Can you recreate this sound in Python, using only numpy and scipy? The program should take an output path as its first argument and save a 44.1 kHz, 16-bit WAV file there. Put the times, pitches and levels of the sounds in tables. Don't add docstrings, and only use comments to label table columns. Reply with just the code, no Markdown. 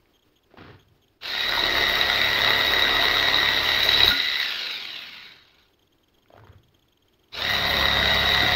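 import sys
import numpy as np
from scipy import signal
from scipy.fft import rfft, irfft, next_fast_len
from scipy.io import wavfile
from scipy.ndimage import uniform_filter1d

SR = 44100
rng = np.random.default_rng(int(sys.argv[2]) if len(sys.argv) > 2 else 0)


def pcm_store(signal):
    levels = np.round(np.clip(np.atleast_2d(signal), -1, 1) * 32767)
    wavfile.write(sys.argv[1], SR, levels.astype(np.int16).T)


def convert_level_to_amplitude(level_db):
    exponent = np.asarray(level_db, float) / 20
    return 10 ** exponent


N = 377055
T = np.arange(N) / SR
SIZE = next_fast_len(N + SR, True)
HZ = np.fft.rfftfreq(SIZE, 1 / SR)


def noise():
    return rng.standard_normal(N)


def evened(x):
    return x / np.sqrt(np.mean(x ** 2) + 1e-20)


def steadied(x, samples):
    return x / np.sqrt(uniform_filter1d(x ** 2, samples) + 1e-9)


def coloured(x, points):
    hz, db = np.transpose(points)
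    return irfft(rfft(x, SIZE) * convert_level_to_amplitude(np.interp(np.log(HZ + 1), np.log(hz), db)), SIZE)[:N]


def passed(x, kind, hz, order=4):
    return signal.sosfilt(signal.butter(order, hz, kind, fs=SR, output="sos"), x)


def resonate(x, hz, width):
    turn = np.exp(2j * np.pi * np.cumsum(hz * np.ones(len(x))) / SR)
    r = np.exp(-np.pi * width / SR)
    return 2 * (turn * signal.lfilter([1 - r], [1, -r], x / turn)).real


def resonate_twice(x, hz, width):
    return resonate(resonate(x, hz, width), hz, width)


def drift(seconds):
    length = int(seconds * SR)
    return evened(uniform_filter1d(uniform_filter1d(noise(), length), length))


def blotchy_noise(patchy_db, ms, hz):
    z = signal.stft(noise(), nperseg=512, noverlap=384)[2]
    field = rng.standard_normal(z.shape)
    for _ in range(2):
        field = uniform_filter1d(field, 1 + int(hz / SR * 512), 0)
        field = uniform_filter1d(field, 1 + int(ms / 1000 * SR / 128), 1)
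    return signal.istft(z * convert_level_to_amplitude(patchy_db * evened(field)), nperseg=512, noverlap=384)[1][:N]


def clicks(seconds, db):
    out = np.zeros(N)
    out[[round(s * SR) for s in seconds]] = convert_level_to_amplitude(db)
    return out


def burst(t60):
    t = np.arange(1500) / SR
    return .5 * rng.standard_normal(1500) * convert_level_to_amplitude(-60 * t / t60) * np.minimum(t / .0012, 1)


# frequency in Hz, gain in dB.
PATH_GAIN = [(300, -3.5), (1000, -5.5), (2500, 1), (4500, -3.5), (5800, -11), (6500, -18.5), (7500, -25),
             (8500, -34.5), (9500, -35.5), (10500, -29.5), (12000, -20), (15500, -14)]


def along_path(x):
    return coloured(x, PATH_GAIN)


# frequency in Hz, gain in dB.
BOARD_GAIN = [(88, -43), (150, -16.5), (173, -13), (406, -2.5), (513, -8), (668, -1), (843, -2.5),
              (1310, -0.5), (1700, -2), (2210, -32), (3740, -120)]


def through_board(x):
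    return coloured(x, BOARD_GAIN)


# frequency in Hz, width in Hz, gain in dB.
HOUSING_MODES = [(1445, 30, 0.5), (2200, 78, -9.5), (2887, 73, -9), (3883, 390, 6.5), (4560, 40, -7.5)]


def add_housing(body):
    return body + sum(convert_level_to_amplitude(db) * resonate(body, hz, width) for hz, width, db in HOUSING_MODES)


# frequency in Hz, relative level in dB.
HUSH_SPECTRUM = [(20, -3.5), (100, -2), (170, -9.5), (290, -4), (390, -1.5), (450, -9), (560, -11),
                 (1000, -15), (2000, -19.5), (3200, -19), (5500, -25.5), (7500, -30.5), (10500, -34.5),
                 (13000, -30.5), (15800, -27)]


def room_hush():
    return convert_level_to_amplitude(-65.5) * evened(coloured(noise(), HUSH_SPECTRUM)) * convert_level_to_amplitude(1.2 * drift(.02))


def workshop(x):
    at = np.arange(200, 15000, 22)
    sign = rng.choice([-1., 1.], len(at))
    taps = np.zeros(15100)
    taps[at + rng.integers(0, 22, len(at))] = sign * convert_level_to_amplitude(-60 * at / SR / 0.4)
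    return signal.oaconvolve(passed(x, "high", 300, 2), taps / np.linalg.norm(taps))[:N]


# start in seconds, length in ms.
BUZZ_BURSTS = [(.136, 36), (.1925, 7.8), (.2227, 14), (.3571, 21), (.3856, 6.8), (.4325, 12.9), (.7914, 12),
               (.8066, 9.7), (.8234, 13), (.883, 6.3), (1.0182, 32), (1.081, 5.8)]
# start within the period in seconds, length in ms, slips to choose from in slots.
BUZZ_PAIRS = [(.023, 12.7, [0, 0, 0, 1, 2]), (.083, 6.3, [-1, 0, 0, 1])]
# frequency in Hz, waver in Hz, relative level in dB.
BUZZ_TONES = [(3250, 210, 0), (6520, 190, -10), (12850, 130, -14)]


def buzz():
    slot_s = .01
    periods = np.arange(5.4, 7.3, .1)
    train = [(s + at + slot_s * rng.choice(slips), ms) for at, ms, slips in BUZZ_PAIRS for s in periods]
    on = np.minimum(sum((T >= s) & (T < s + ms / 1000) for s, ms in BUZZ_BURSTS + train), 1.)
    tones = 0
    for hz, waver, db in BUZZ_TONES:
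        tones = tones + convert_level_to_amplitude(db) * np.cos(2 * np.pi * np.cumsum(hz + waver * drift(.0006)) / SR)
    return convert_level_to_amplitude(-62) * uniform_filter1d(on, 40) * convert_level_to_amplitude(2.0 * drift(0.0017)) * tones


# start in seconds, hold in seconds, relative level in dB,
# brightness in dB per band, fade in dB per second.
DRAGS = [(0.5, 0.066, -57, -5, 100), (0.564, 0.1, -44.5, -4, 154), (6.295, .24, -55, -11.5, 399.5)]
DRAG_RUMBLE = [-61, -46.5, -51.5]


def scrapes():
    latest = np.maximum(np.searchsorted([row[0] for row in DRAGS], T) - 1, 0)
    start, hold, db, slope, fade = np.transpose(DRAGS)[:, latest]
    t = T - start
    drag = convert_level_to_amplitude(db - fade * np.maximum(t - hold, 0) + 2.84 * drift(0.016)) * np.clip(t / .008, 0, 1) ** 2
    grit = noise() * convert_level_to_amplitude(2.0 * drift(0.003))
    gains = [convert_level_to_amplitude(slope * k) for k in range(5)]
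    bands = [evened(resonate_twice(grit, hz, hz)) for hz in (350, 700, 1400, 2800, 4500)]
    scrape = sum(g * band for g, band in zip(gains, bands)) / np.sqrt(sum(g ** 2 for g in gains))
    scrape += convert_level_to_amplitude(-10.5) * evened(resonate_twice(grit, 1120, 630))
    table = 0
    for row, rumble_db in zip(DRAGS, DRAG_RUMBLE):
        since = T - row[0]
        table = table + convert_level_to_amplitude(rumble_db - 55 * np.maximum(since - row[1], 0)) * np.clip(since / .06, 0, 1) ** 2
    rumble = evened(resonate_twice(noise(), 98, 58))
    return along_path(drag * scrape + table * rumble)


# time in seconds, relative level in dB, centre of the modes it rings in Hz,
# share of the free ringing time left by the hand.
KNOCKS = [(.057, -52, 2220, 0.1), (.539, -33.5, 502, 0.24), (.573, -31, 900, 0.12), (.643, -43, 1280, .2),
          (1.574, -21.5, 930, 1), (3.86, -24, 632, .9), (4.041, -28.5, 391, 0.99), (4.051, -27, 3030, .3),
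          (4.08, -34, 190, .9), (4.109, -22.5, 1440, .9), (4.12, -34.5, 274, .9), (6.259, -49, 1800, .1),
          (6.303, -35.5, 763, 0.22), (6.338, -28.5, 650, 0.1), (6.361, -30.5, 692, 0.11),
          (6.379, -34, 1090, 0.33), (6.396, -33, 1160, 0.21), (6.436, -43, 920, .4),
          (6.471, -34.5, 1155, 0.28), (6.494, -32.5, 89, .5), (6.551, -41, 99, .9)]
# frequency in Hz, time in seconds to die by 60 dB when ringing free.
PLANK_MODES = [(94, 0.103), (190, 0.22), (274, 0.25), (391, 0.13), (640, 0.079), (940, .06), (1180, 0.023),
               (1440, 0.12), (2210, 0.0531), (3030, .03)]


def knocks():
    out = np.zeros(N)
    t = np.arange(6000)[:, None] / SR
    modes, t60 = np.transpose(PLANK_MODES)
    for s, db, hz, left in KNOCKS:
        share = np.exp(-(np.log2(modes / hz) / 0.18) ** 2)
        rings = np.sin(2 * np.pi * modes * t) * convert_level_to_amplitude(-60 * t / (t60 * left)) * np.minimum(t * modes, 1)
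        knock = rings @ (share / share.sum())
        knock[:1500] += hz / 3000 * burst(.012)
        out[round(s * SR):][:6000] += convert_level_to_amplitude(db + 7.5) * knock
    return along_path(out)


# trigger pulled in seconds, let go in seconds.
TRIGGER_TIMES = [(1.202, 4.394), (7.31, 9)]
# time in seconds, blade strokes per second.
DRIVEN_SPEED = [(1.38, 34.9), (1.7, 34.8), (1.8, 34.56), (3.55, 34.59), (3.65, 34.9), (4.1, 35.0),
                (4.2, 35.8), (4.34, 35.4), (7.45, 34.6), (7.9, 34.58), (8.0, 34.5), (8.55, 34.52)]
# time in seconds, bite (1 is full).
FEED = [
    [(1.2, 0.2), (1.35, 0.24), (1.5, 0.68), (1.76, 1), (2.1, 0.89), (2.5, 1), (2.7, 0.93), (2.9, 1),
     (3.1, 1), (3.3, 0.94), (3.5, .9), (3.7, 0.78), (3.9, 0.84), (4.08, .9), (4.17, 0), (5.75, 0)],
    [(7.31, 0.03), (7.4, 0.57), (7.56, 0.83), (7.85, 0.96), (8.0, 1.01), (8.2, 1), (8.55, 0.98)],
]


def motion():
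    run = (T >= TRIGGER_TIMES[1][0]).astype(int)
    pulled, let_go = np.transpose(TRIGGER_TIMES)[:, run]
    since = np.maximum(T - pulled, 1e-6)
    spin_up_s, jump = .16, 0.45
    spin_up = 1 - (1 - jump) * np.clip(1 - since / spin_up_s, 0, 1) ** 2
    speed = np.interp(T, *np.transpose(DRIVEN_SPEED)) * spin_up
    friction, fan_drag = 17, .024
    scale, top = np.sqrt(friction / fan_drag), DRIVEN_SPEED[7][1]
    angle = np.arctan(top / scale) - np.sqrt(friction * fan_drag) * (T - let_go)
    speed = np.where(T > let_go, scale * np.tan(np.clip(angle, 1e-4, 1.5)), speed)
    bite = np.interp(T, *np.transpose(sum(FEED, [])))
    return since, run, speed, bite


# time in seconds, relative level of the jolt in dB.
CATCHES = [(1.6377, -8), (2.417, -22.5), (2.4745, -15), (3.024, -4.5), (3.0558, -4.5), (3.2837, -7),
           (3.3442, -3), (3.43, -13), (3.488, -6), (3.69, -6), (3.777, -14), (3.8316, 0), (3.891, -1.5),
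           (3.9449, -7), (3.9748, -6), (4.0044, -4.5), (4.033, 2.5), (4.0793, 2.5), (4.1997, -5),
           (4.285, -10)]


def snags(bite):
    t = np.arange(800) / SR
    hz = HOUSING_MODES[3][0]
    ring = np.sin(2 * np.pi * hz * t) * (t / 0.0026) * np.exp(1 - t / 0.0011)
    ring += convert_level_to_amplitude(-11.5) * burst(0.0056)[:800]
    seconds, db = np.transpose(CATCHES)
    metal = signal.oaconvolve(clicks(seconds, db), ring)[:N]
    crack_db = -15 + 20 * bite
    wood = signal.oaconvolve(clicks(seconds, 0) * convert_level_to_amplitude(crack_db), burst(0.015))[:N]
    return convert_level_to_amplitude(3.5) * along_path(metal) + through_board(wood)


BLADE_TURNS = [2.679, 8.0006]


def stroke_count(run, speed):
    strokes = np.cumsum(speed) / SR
    first, second = np.interp(BLADE_TURNS, T, strokes)
    return strokes - np.where(run, second, first) + 400


# place in the stroke from 0 to 1, width as a share of the stroke,
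# relative strength in dB.
LOAD_PEAKS = [(0, 0.05, 8), (.46, 0.032, 5.5), (.67, .03, 5.5)]


def stroke_load(strokes, slack):
    force = rng.standard_normal((800, len(LOAD_PEAKS)))
    load_db = 0
    for k, (place, width, db) in enumerate(LOAD_PEAKS):
        near = np.round(strokes - place)
        strength = np.clip(1 + .28 * force[near.astype(int), k], 0, 1.5)
        load_db = load_db + db * strength * np.exp(-.5 * ((strokes - place - near) / width) ** 2)
    return load_db * (1 - 0.64 * slack)


BOARD_PRESSED = [2, 9]


def levels(since, run, speed, bite):
    break_s = 4.1
    tearing = np.exp(-abs(T - break_s) / np.where(T < break_s, 0.16, .03))
    halvings = np.log2(35 / np.maximum(speed, 5.6)) * (since > 1)

    def layer(free, fed, torn, slowed):
        return free + fed * bite + torn * tearing - slowed * halvings

    machine, rasp, thump = layer(-26, 4, 3, 11), layer(-44.5, 15.5, -2.5, 8.5), layer(-56, 10.5, 11, 17)
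    hiss, whine = layer(-22.5, 4, 7, 0.5), layer(4, -2.5, -9.5, 3.5)
    rise = 60 * np.log10(1 - np.exp(-since / 0.022))
    rise = rise - 40 / (1 + (speed / 2.7) ** 16)
    warm_s = 0.4
    thump = thump - 1.5 * np.exp(-(since / warm_s) ** 2)
    machine = machine - 4.5 * np.exp(-since / warm_s)
    machine = machine - 7 / (1 + (speed / 8.8) ** 12)
    whine = whine - 9 * np.exp(-(since / 0.13) ** 4)
    whine = whine + 0.49 * drift(0.1)
    thump = thump + np.take(BOARD_PRESSED, run) + rise / 2
    return machine + rise, rasp + rise, thump, hiss + 1.5 * drift(.1), whine


# multiple of the stroke rate, relative level in dB.
GEAR_LINES = [(54, 0.5), (56, 1.5), (59, -4.5), (106, -9), (110, -7), (112, -6.5), (166, -6.5), (222, -2),
              (278, -9.5)]
# multiple of the stroke rate, width in Hz, relative level in dB.
LOOSE_TEETH = [(57.4, 177, 4.5), (109.7, 290, -1.5), (163.4, 131, -1.5), (214.5, 270, -7)]


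def gear_whine(strokes, speed, bite, slack, load_db):
    teeth = rattle = 0
    for k, db in GEAR_LINES:
        blur = (0.58 * k / 55 + 12 * slack) * drift(0.023)
        teeth = teeth + convert_level_to_amplitude(db + 1.0 * drift(0.02)) * np.cos(2 * np.pi * k * strokes + blur)
    for k, width, db in LOOSE_TEETH:
        tilt_db = 15.5 * slack * np.log2(k / 85)
        rattle = rattle + convert_level_to_amplitude(db + tilt_db) * resonate(noise(), k * speed, width)
    contact_db = -50 * slack - 5 * (1 - np.minimum(bite, 1)) - 0.21 * load_db
    whine = evened(along_path(teeth)) * convert_level_to_amplitude(contact_db) + evened(along_path(rattle))
    return passed(whine, "high", 1550) * convert_level_to_amplitude(load_db)


def motor_grind(slack, load_db):
    hum = blotchy_noise(3.2, 16, 100)
    return hum * convert_level_to_amplitude(.7 * load_db + (1.0 + 2.0 * slack) * drift(.003))


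def machine_body(grind, whine, whine_db):
    body = passed(passed(along_path(grind), "high", 1100, 2), "low", 9500)
    body = convert_level_to_amplitude(0.5) * evened(body) + convert_level_to_amplitude(whine_db) * evened(whine)
    return steadied(add_housing(body), 16000)


def air_hiss(grind):
    return evened(passed(along_path(grind * convert_level_to_amplitude(2.3 * drift(0.022))), "high", 9500))


# multiple of the stroke rate, relative level in the first run in dB, in the second run in dB.
STROKE_LINES = [(1, -6, -19.5), (2, -7.5, .5), (3.026, -6.5, -2.5), (4.05, -13, -7), (4.99, -32, -3.5),
                (5.91, -6.5, 0.5), (7.08, -6, -25.5), (8.14, -2, -1), (10.04, -1, -19),
                (11.15, -5.5, -18.5), (12.17, -2.5, -1), (13.14, 0, -13), (15.1, -4, -3.5), (15.92, 1.5, 4),
                (17.18, 0, -14.5), (18.89, 5, 6), (19.85, -0.5, -8.5), (20.92, 1.5, 9.5), (25.2, -8, -5),
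                (25.92, -0.5, -5), (32.1, -4.5, 0), (35.15, -10.5, -3.5), (38, 1, -6), (39.25, 1, -5.5)]


def stroke_tones(strokes, run):
    jitter = 0.053 * drift(0.018)
    tones = []
    for k, first_db, second_db in STROKE_LINES:
        level = convert_level_to_amplitude(np.where(run, second_db, first_db) + 1.5 * drift(0.033) + 2.5 * drift(.25))
        tones.append(level * np.cos(k * (2 * np.pi * strokes - .3 + jitter) + 0.72 * drift(0.11)))
    return tones


def blade_rasp(tones, load_db):
    tear = blotchy_noise(2.8, 25, 150)
    tear = through_board(tear * convert_level_to_amplitude(0.64 * load_db))
    return evened(tear) + convert_level_to_amplitude(-4) * evened(sum(tones))


def table_thump(tones, bite, slack):
    rumble = coloured(noise(), [(20, -8.0), (60, 6.5), (220, -9.5), (330, -32.0)])
    held_db = -40 * slack - 9 * (1.5 - np.minimum(bite, 1))
    return steadied(sum(tones), 8000) * convert_level_to_amplitude(held_db) + convert_level_to_amplitude(-12.5) * evened(rumble)


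def entry_slaps(strokes, since):
    slap = through_board(noise() * np.exp(-((strokes + .03) % 1) / .1))
    slap = evened(resonate(slap, 870, 990))
    return convert_level_to_amplitude(-35) * slap * np.exp(-((since - 0.31) / 0.18) ** 2)


def jigsaw(since, run, speed, bite):
    strokes = stroke_count(run, speed)
    machine_db, rasp_db, thump_db, hiss_db, whine_db = levels(since, run, speed, bite)
    slack = np.clip(1 - speed / 34.5, 0, 1)
    load_db = stroke_load(strokes, slack)
    grind = motor_grind(slack, load_db)
    whine = gear_whine(strokes, speed, bite, slack, load_db)
    machine = machine_body(grind, whine, whine_db) + convert_level_to_amplitude(hiss_db) * air_hiss(grind)
    tones = stroke_tones(strokes, run)
    rasp = convert_level_to_amplitude(rasp_db) * evened(blade_rasp(tones[5:], load_db))
    thump = convert_level_to_amplitude(thump_db) * evened(table_thump(tones[:5], bite, slack))
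    board = (entry_slaps(strokes, since) + rasp + thump) * (T > TRIGGER_TIMES[0][0])
    return convert_level_to_amplitude(machine_db) * machine + board


def scene():
    since, run, speed, bite = motion()
    near = jigsaw(since, run, speed, bite) + snags(bite) + scrapes() + knocks()
    return (near + convert_level_to_amplitude(-6.5) * workshop(near) + buzz() + room_hush())[None]


# frequency in Hz, width in Hz,
# depth in dB.
NARROW_DIPS = [(1630, 44, -0.5), (3450, 58, -7), (5963, 202, -51), (6995, 240, -32), (7926, 254, -41),
               (9070, 320, -14), (9960, 430, -13)]


def microphone(dry):
    dips_db = sum(db / (1 + (2 * (HZ - hz) / width) ** 4) for hz, width, db in NARROW_DIPS)
    dips_db += np.interp(HZ, [15700, 15850], [0, -70])
    return irfft(rfft(dry, SIZE) * convert_level_to_amplitude(dips_db), SIZE)[:, :N]


def low_pass(x):
    return signal.sosfilt(signal.butter(12, 16140, fs=SR, output="sos"), x)


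def record(dry):
    mix = microphone(dry)
    return low_pass(mix)


dry = scene()
out = record(dry)
pcm_store(out)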